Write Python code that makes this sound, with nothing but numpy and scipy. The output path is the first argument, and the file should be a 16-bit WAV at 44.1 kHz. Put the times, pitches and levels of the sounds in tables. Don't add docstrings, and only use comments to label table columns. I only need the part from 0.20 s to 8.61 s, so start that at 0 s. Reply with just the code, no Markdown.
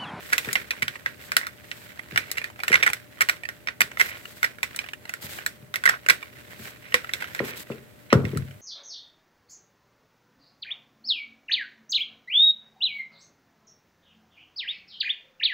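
import sys
import numpy as np
from scipy import signal
from scipy.fft import rfft, irfft, next_fast_len
from scipy.io import wavfile
from scipy.ndimage import map_coordinates

SR = 44100
rng = np.random.default_rng(int(sys.argv[2]) if len(sys.argv) > 2 else 0)


def to_wav(sig):
    pcm = np.clip(np.atleast_2d(sig), -1, 1) * 32767
    pcm = np.round(pcm).astype(np.int16)
    wavfile.write(sys.argv[1], SR, pcm.T)


N = 370881
TIME = np.arange(N) / SR
HIT_SIZE = 16384
AGE = np.arange(HIT_SIZE) / SR
HIT_HZ = np.fft.rfftfreq(HIT_SIZE, 1 / SR)


def amp(db):
    return 10 ** (np.asarray(db) / 20)


def unit(x):
    return x / np.sqrt(np.mean(x ** 2) + 1e-20)


def along(points, hz):
    point_hz, values = np.transpose(points)
    return np.interp(np.log(hz + 1), np.log(point_hz + 1), values)


def wobble(rate):
    return map_coordinates(rng.standard_normal(int(N * rate / SR) + 4), [TIME * rate])


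def filtered(x, response):
    size = next_fast_len(N + SR // 2)
    return irfft(rfft(x, size) * response(np.fft.rfftfreq(size, 1 / SR)), size)[..., :N]


def coloured(x, spectrum):
    return unit(filtered(x, lambda hz: amp(along(spectrum, hz))))


def causal(gain):
    cepstrum = irfft(np.log(np.maximum(gain, 1e-6)))
    cepstrum[1:HIT_SIZE // 2] *= 2
    cepstrum[HIT_SIZE // 2 + 1:] = 0
    return np.exp(rfft(cepstrum))


def bell(centre_hz, width_hz):
    return 1 / np.sqrt(1 + (2 * (HIT_HZ - centre_hz) / width_hz) ** 2)


def stereo_noise(apart_db, size=N):
    return rng.standard_normal(size) + amp(apart_db) * rng.standard_normal((2, size))


def add(track, start, sound):
    part = track[:, max(round(start * SR), 0):][:, :sound.shape[-1]]
    part += sound[..., :part.shape[1]]


# (pitch [Hz], level [dB])
HUM_TONES = [(120, -62), (598, -63.5)]
# (frequency [Hz], relative level [dB])
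AIR_COLOUR = [(35, -34), (65, 0.5), (120, 3.5), (250, 0.5), (600, -4.5), (900, -12), (2000, -11.5),
              (5000, -25.5), (15000, -22)]

def background():
    hum = sum(amp(db) * np.sqrt(2) * np.sin(2 * np.pi * hz * TIME + .5 * wobble(5.9))
              for hz, db in HUM_TONES)
    return hum + amp(-53) * coloured(rng.standard_normal((2, N)), AIR_COLOUR)


# (pitch [Hz], width [Hz], relative level [dB])
SHELL_RINGS = [(630, 173, -4), (1079, 37, -2), (1499, 240, 4), (1900, 270, -8.5), (1872, 154, 1),
               (2048, 55, -1), (2270, 127, -3), (2430, 43, -2.5), (2750, 760, -7.5), (3527, 40, -3),
               (3950, 580, -4.5), (5550, 240, 1)]

def shell():
    gain = np.sqrt(sum((amp(db) * bell(hz, width)) ** 2 for hz, width, db in SHELL_RINGS))
    return causal(gain * HIT_HZ / np.hypot(HIT_HZ, 160))


# (time [s], level [dB])
RUB_LEVELS = [(0.33, -49), (0.47, -52.5), (1.3, -54.5), (2.15, -50.5), (2.35, -56), (2.5, -44),
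              (2.88, -61.5), (3.15, -57.5), (3.55, -65.5), (4.03, -49), (4.3, -63.5), (4.62, -50),
              (4.78, -62), (5.2, -48.5), (5.48, -63.5), (6.15, -56.5), (6.35, -46.5), (6.55, -57),
              (7.15, -45), (7.45, -53.5), (7.7, -67), (7.92, -65), (8.1, -47.5), (8.41, -69.5)]
# (start [s], end [s], level [dB])
SLEEVE_SWISHES = [(0, 0.44, -46), (1.007, 1.092, -48), (1.436, 1.708, -51.5), (3.777, 3.917, -39),
                  (3.939, 4.248, -51.5), (5.009, 5.074, -38.5), (5.075, 5.21, -41), (6.365, 6.515, -46),
                  (7.243, 7.314, -39), (7.357, 7.437, -39)]

def sliding():
    skin = amp(np.interp(TIME, *np.transpose(RUB_LEVELS)))
    for start, length, db, *_ in LID_CREAKS:
        age = TIME - start - length
        slide = (age > 0) * amp(db - 30 - 122 * np.abs(age))
        skin = np.hypot(skin, slide)
    sleeve = np.zeros(N)
    for start, end, db in SLEEVE_SWISHES:
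        arch = np.sqrt(np.clip(4 * (TIME - start) * (end - TIME) / (end - start) ** 2, 0, 1))
        sleeve = np.hypot(sleeve, amp(db) * arch)
    return np.hypot(skin, amp(-12.5) * sleeve), np.hypot(amp(-5.5) * skin, sleeve)


# (frequency [Hz], relative level [dB])
SLEEVE_COLOUR = [(1500, 2), (4000, 6), (6000, 0), (8000, 4.5), (10000, -3), (12800, 5.5), (15500, 0.5)]
SKIN_COLOUR = [(200, 0.5), (500, 5.5), (800, -3.5), (1400, 2), (2000, 5.5), (2800, 3), (4500, -7),
               (9000, -25)]

def rubbing():
    skin_gain, sleeve_gain = sliding()
    pressure = amp(3.3 * np.clip(wobble(16), -2, 1.3) + 2.2 * wobble(80) + .8)
    fibres = amp(1.5 * wobble(900) + .7 * wobble(90))
    jerks = amp(4.5 * np.clip(wobble(420), -2, 2))
    skin = amp(-.5) * skin_gain * coloured(stereo_noise(12.4) * jerks, SKIN_COLOUR)
    sleeve = (sleeve_gain + amp(-65.5)) * coloured(stereo_noise(14) * fibres, SLEEVE_COLOUR)
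    ring = np.abs(shell()) * bell(centre_hz=2100, width_hz=870)
    hollow = filtered(stereo_noise(8.2) * jerks, lambda hz: np.interp(hz, HIT_HZ, ring))
    hollow = amp(.5) * skin_gain * unit(hollow)
    ticks = np.zeros((2, N))
    for ring_hz in (1500, 1900, 2400):
        moments = rng.random(N) < 20 / SR
        sizes = amp(np.minimum(5 * rng.exponential(size=N), 10))
        bursts = signal.fftconvolve(moments * sizes, amp(-60 * AGE / .012))[:N] * stereo_noise(-6)
        ticks += filtered(
            bursts, lambda hz: (1j * hz * ring_hz / (ring_hz ** 2 - hz ** 2 + 1j * hz * ring_hz)) ** 2)
    return pressure * (skin + hollow) + np.sqrt(pressure) * sleeve + amp(9) * skin_gain * ticks


# (frequency [Hz], relative level [dB])
RUMBLE_COLOUR = [(45, -62), (70, 1.5), (125, -7.5), (200, -8.5), (400, -13), (800, -24), (2000, -64)]

def arm_rumble():
    rub_db = np.interp(TIME, *np.transpose(RUB_LEVELS))
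    return amp(-56.5 + .38 * (rub_db - rub_db.mean())) * coloured(stereo_noise(.3), RUMBLE_COLOUR)


# (frequency [Hz], relative level [dB])
SNAP_COLOUR = [(1500, -105), (3500, -0.5), (5100, 0), (6200, -3), (8200, 4), (9800, -3), (12500, -1.5),
               (15500, -4.5)]

def snap_filter():
    return causal(amp(along(SNAP_COLOUR, HIT_HZ)))


def tap(response, grip_db, rattle_db, rattle_t60, scatter_db, scatter_t60):
    def burst(apart_db, t60):
        fade = amp(-60 * AGE / t60) * (1 - np.exp(-AGE / .002))
        return unit(stereo_noise(apart_db, HIT_SIZE) * fade) / np.sqrt(HIT_SIZE)
    push = (AGE == 0) + amp(rattle_db) * burst(10, rattle_t60) + amp(scatter_db) * burst(0, scatter_t60)
    ripple = map_coordinates(rng.standard_normal(HIT_SIZE // 20), [HIT_HZ / 260], mode="mirror")
    hit = irfft(rfft(push) * response * causal(amp(grip_db * ripple)))
    return hit / np.sqrt(np.sum(hit ** 2) / (2 * .006 * SR))


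def click(case, ring_hz, snap_db):
    bright = snap_filter()
    width_hz = 900 * amp(.33 * (snap_db + 9))
    body = case * causal(bell(ring_hz, width_hz))
    body *= (1j * HIT_HZ / (1j * HIT_HZ + 900)) ** 2
    ring = tap(body, grip_db=4.5, rattle_db=-5, rattle_t60=.012, scatter_db=-8.5, scatter_t60=.064)
    snap = tap(bright, grip_db=4.5, rattle_db=3, rattle_t60=.0055, scatter_db=-1, scatter_t60=.05)
    broad = amp(along(SKIN_COLOUR, HIT_HZ))
    echo_colour = broad / 2 + 2 * np.abs(body * case) + amp(snap_db - 1.5) * np.abs(bright)
    echo = unit(irfft(rfft(rng.standard_normal((2, HIT_SIZE))) * echo_colour))
    return ring + amp(snap_db) * snap + echo * amp(-13.5 - 60 * AGE / .18)


SLIP_HZ, SLIP_UNEVENNESS = 525.6, .22

def chatter(case, length, ring_hz, snap_db):
    count = 40
    times = np.cumsum(np.abs(1 + SLIP_UNEVENNESS * rng.standard_normal(count))) / SLIP_HZ
    sizes = amp(3.5 * rng.standard_normal(count))
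    pulses = np.bincount(np.round((times - times[0]) * SR).astype(int), sizes, HIT_SIZE)
    push = rfft(pulses * (AGE < length))
    squeak = unit(irfft(push * case * causal(bell(ring_hz, width_hz=284))))
    snap = amp(snap_db - .5) * unit(irfft(push * snap_filter()))
    return (squeak + snap) * np.sqrt(length * SR / HIT_SIZE)


# (time [s], length [s], level [dB], second click against the first [dB],
# ring pitch [Hz], snap against the ring [dB])
LID_CREAKS = [(0.127, 0.0055, -22, 10, 1930, -13.5), (0.355, 0.0047, -13, -19, 2240, -20),
              (0.5075, 0.0061, -20.5, -9, 2420, -15.5), (0.622, 0.0069, -22.5, 1, 2270, -13.5),
              (2.171, 0.012, -33, 10.5, 2350, -15), (2.528, 0.028, -14.5, 3, 2100, -21.5),
              (2.627, 0.0066, -17, 2, 2430, -17.5), (2.664, 0.013, -15.5, -3, 1870, -17),
              (3.008, 0.015, -14.5, -5, 2100, -11), (3.088, 0.0092, -18.5, 3, 2200, -12),
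              (3.606, .011, -17, 3, 2150, -8.5), (3.797, 0.016, -21.5, 10, 2100, -14.5),
              (4.242, 0.0041, -19, 2.5, 1990, -17.5), (5.655, 0.0064, -16, 4, 1900, -15),
              (5.69, 0.0049, -16.5, 1.5, 1780, -12), (5.898, 0.0058, -11, 1, 2120, -12)]

def lid_creaks():
    out, case = np.zeros((2, N)), shell()
    for start, length, db, second_db, ring_hz, snap_db in LID_CREAKS:
        add(out, start, amp(db) * click(case, ring_hz, snap_db))
        chatter_db = db + second_db / 2 + 1.5
        add(out, start + 1 / SLIP_HZ, amp(chatter_db) * chatter(case, length, ring_hz, snap_db))
        add(out, start + length, amp(db + second_db) * click(case, ring_hz, snap_db))
    return out


# (time [s], level [dB], ring pitch [Hz], snap against the ring [dB])
SHELL_CLICKS = [(0.181, -16.5, 2820, -6.5), (0.33, -26, 2570, 5.5), (0.681, -21.5, 2340, -15),
                (0.861, -17, 1900, -25.5), (1.119, -20.5, 2020, -12), (1.167, -10.5, 2240, -5),
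                (1.268, -26.5, 1790, -9.5), (1.515, -27, 2480, -15.5), (1.96, -18.5, 1800, -19),
                (1.9759, -12, 2280, -13.5), (2.115, -28, 2300, 4.5), (2.242, -23, 2270, -17.5),
                (2.435, -22.5, 1390, -11), (2.481, -17.5, 2180, -9.5), (2.733, -20, 2000, -8),
                (3.289, -25, 1730, -16.5), (3.473, -22.5, 2090, -22.5), (3.486, -21.5, 2090, -28),
                (4.23, -15, 1910, -13.5), (4.431, -17.5, 2320, -10), (4.562, -38, 2500, 9),
                (4.59, -21.5, 2650, -15), (4.894, -28, 1840, -9.5), (4.938, -26, 1840, -9.5),
                (5.263, -19.5, 2090, -4.5), (5.541, -23, 1940, -14), (5.558, -20.5, 2170, -10.5),
                (5.638, -21.5, 1900, -15), (5.676, -12, 1720, -47), (5.887, -11, 1950, -13),
                (6.7426, -9, 2560, -16), (6.936, -20.5, 3100, -8.5), (7.149, -27.5, 1700, -10),
                (7.192, -21.5, 1920, -39), (7.928, -11, 1420, -18.5), (8.052, -29, 2320, -19),
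                (8.173, -30, 1240, -5)]

def shell_clicks():
    out, case = np.zeros((2, N)), shell()
    for start, db, ring_hz, snap_db in SHELL_CLICKS:
        add(out, start, amp(db) * click(case, ring_hz, snap_db))
    return out


# (time [s], level [dB])
FINGER_CATCHES = [(0.247, -32.5), (0.288, -23.5), (0.369, -34), (0.535, -37), (.756, -34.5), (1.793, -28),
                  (2.216, -28), (2.301, -40), (2.36, -44), (2.392, -35), (2.402, -29.5), (2.5, -29),
                  (2.518, -20.5), (2.69, -26.5), (2.701, -24.5), (2.989, -43), (3.235, -30.5),
                  (3.253, -27.5), (3.716, -35), (3.772, -26), (4.055, -33), (4.385, -38), (4.641, -35),
                  (4.663, -39), (4.688, -34), (4.734, -28.5), (4.854, -36.5), (5.187, -30.5), (5.863, -25),
                  (6.028, -30.5), (6.723, -30.5), (6.845, -31), (6.893, -28), (7.023, -24.5),
                  (7.043, -29.5), (7.52, -39.5), (8.31, -43.5)]

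def finger_catches():
    out, case, bright = np.zeros((2, N)), shell(), snap_filter()
    for start, db in FINGER_CATCHES:
        ring_hz = 2000 * np.exp(.1 * rng.standard_normal())
        body = causal(np.sqrt(np.abs(case)) * bell(ring_hz, width_hz=1800) ** 2) + amp(-27) * bright
        tick = tap(body, grip_db=5.5, rattle_db=0, rattle_t60=.012, scatter_db=-5, scatter_t60=.06)
        add(out, start, amp(db) * tick)
    return out


# (frequency [Hz], relative level [dB])
BEND_COLOUR = [(30, -42), (70, -8), (120, -2.5), (220, 0.5), (300, -2.5), (420, 4.5), (760, -11.5),
               (1400, 2.5), (5000, -102)]
# (delay [s], relative level [dB])
WAVE_PATHS = [(0, -0.5), (0.009, -14)]

def bending_wave():
    travel = .1064
    spread = np.exp(-4j * np.pi * travel * np.sqrt(HIT_HZ) + 2j * np.pi * HIT_HZ * .00082)
    paths = sum(amp(db) * np.exp(-2j * np.pi * HIT_HZ * delay) for delay, db in WAVE_PATHS)
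    wave = irfft(causal(amp(along(BEND_COLOUR, HIT_HZ))) * spread * paths)
    return wave / np.abs(wave).max()


# (pitch [Hz], relative level [dB], time to fade by 60 dB [s])
BENCH_RINGS = [(98.4, -8, 0.58), (136, 0.5, 0.45), (223, 0.5, 0.34), (272, -6, 0.34), (400, 9.5, 0.15),
               (546, 11, 0.05)]
# (time [s], pitch [Hz], level [dB], time to fade by 60 dB [s])
HOLLOW_NOTES = [(6.743, 495, -22, 0.12)]
# (time [s], level [dB], treble cut-off [Hz])
BENCH_BUMPS = [(0.271, -37.5, 487), (0.619, -40, 172), (1.923, -40, 130), (2.501, -33, 600),
               (3.606, -41, 400), (5.035, -43, 140), (5.42, -46, 150), (6.393, -44, 150),
               (7.201, -25.5, 630), (7.499, -30.5, 535), (7.925, -13, 660), (7.947, -13, 158),
               (8.037, -23.5, 128), (8.13, -30.5, 240), (8.155, -24.5, 90)]

def bumps():
    out, wave = np.zeros((2, N)), bending_wave()
    onset = round(.025 * SR)
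    bass_loss = HIT_HZ ** 2 / np.hypot(HIT_HZ ** 2, 70 ** 2)
    for start, db, cutoff_hz in BENCH_BUMPS:
        ring = sum(amp(level + rng.normal(0, 1) - 60 * AGE / t60)
                   * np.sin(2 * np.pi * (hz * AGE + rng.random())) for hz, level, t60 in BENCH_RINGS)
        ring *= amp(-26) * (1 - np.exp(-AGE / .0015))
        echo = irfft(rfft(stereo_noise(-2.3, HIT_SIZE)) * amp(along(BEND_COLOUR, HIT_HZ)))
        echo = unit(echo) * amp(-19 - 60 * AGE / .4) * (1 - np.exp(-AGE / .006))
        low_cut = HIT_HZ / np.hypot(HIT_HZ, .19 * cutoff_hz)
        high_cut = 1 / np.hypot(1, (HIT_HZ / cutoff_hz) ** 2.35)
        hit = irfft(rfft(wave + ring + echo) * causal(bass_loss * low_cut * high_cut))
        add(out, start, amp(db) * hit / np.sqrt(np.mean(hit[:, :onset] ** 2)))
    for start, hz, db, t60 in HOLLOW_NOTES:
        add(out, start, amp(db - 60 * AGE / t60) * np.sin(2 * np.pi * hz * AGE))
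    return out


# (start [s], end [s], level [dB], ring pitch [Hz])
EDGE_SCRAPES = [(0.38, 0.434, -50, 2100), (1.186, 1.3, -38.5, 1950), (1.981, 2.114, -46, 2430),
                (3.831, 3.98, -36.5, 2300), (5.699, 5.779, -30.5, 1460), (6.618, 6.745, -48, 2460),
                (7.242, 7.36, -38.5, 2380), (7.389, 7.42, -50, 3500), (7.901, 7.954, -37.5, 2670),
                (7.94, 8.03, -46, 1380)]

def edge_scrapes():
    out, case = np.zeros((2, N)), shell()
    fade_db = 10
    for start, end, db, ring_hz in EDGE_SCRAPES:
        slips = stereo_noise(-6, HIT_SIZE)
        slips *= amp(6 * np.clip(rng.standard_normal(HIT_SIZE // 128), -2, 2)).repeat(128)
        sing = unit(irfft(rfft(slips) * case * bell(ring_hz, width_hz=580)))
        progress = np.clip(AGE / (end - start), 0, 1)
        arch = np.sqrt(4 * progress * (1 - progress))
        add(out, start, sing * amp(db - fade_db * (progress - .5)) * arch)
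    return out


# (frequency [Hz], left minus right [dB])
MIC_BALANCE = [(100, 2), (450, 3.5), (800, -1.5), (1400, 1.5), (2100, -12), (2900, -0.5), (3600, -5),
               (5000, 2.5), (6300, 0), (8000, 16.5), (9800, -1), (12500, -2.5), (15000, 0)]

def microphones(hz):
    gains = amp(along(MIC_BALANCE, hz) * np.array([[.5], [-.5]]))
    return gains / np.sqrt(np.mean(gains ** 2, axis=0))


def scene():
    hand = shell_clicks() + lid_creaks() + finger_catches() + edge_scrapes() + rubbing()
    right_lag_s = 12 / SR
    hand = filtered(hand, lambda hz: np.exp(1j * np.pi * hz * right_lag_s * np.array([[1], [-1]])))
    return filtered(hand + bumps() + arm_rumble() + background(), microphones)


def record(dry):
    bottom_hz, top_hz = 30, 15900
    rounded = dry / (1 + np.abs(dry / .95) ** 5) ** (1 / 5)
    thinned = filtered(rounded, lambda hz: (1j * hz / (1j * hz + bottom_hz)) ** 3)
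    return filtered(thinned, lambda hz: 1 / np.hypot(1, (hz / top_hz) ** 90))


dry = scene()
out = record(dry)
to_wav(out)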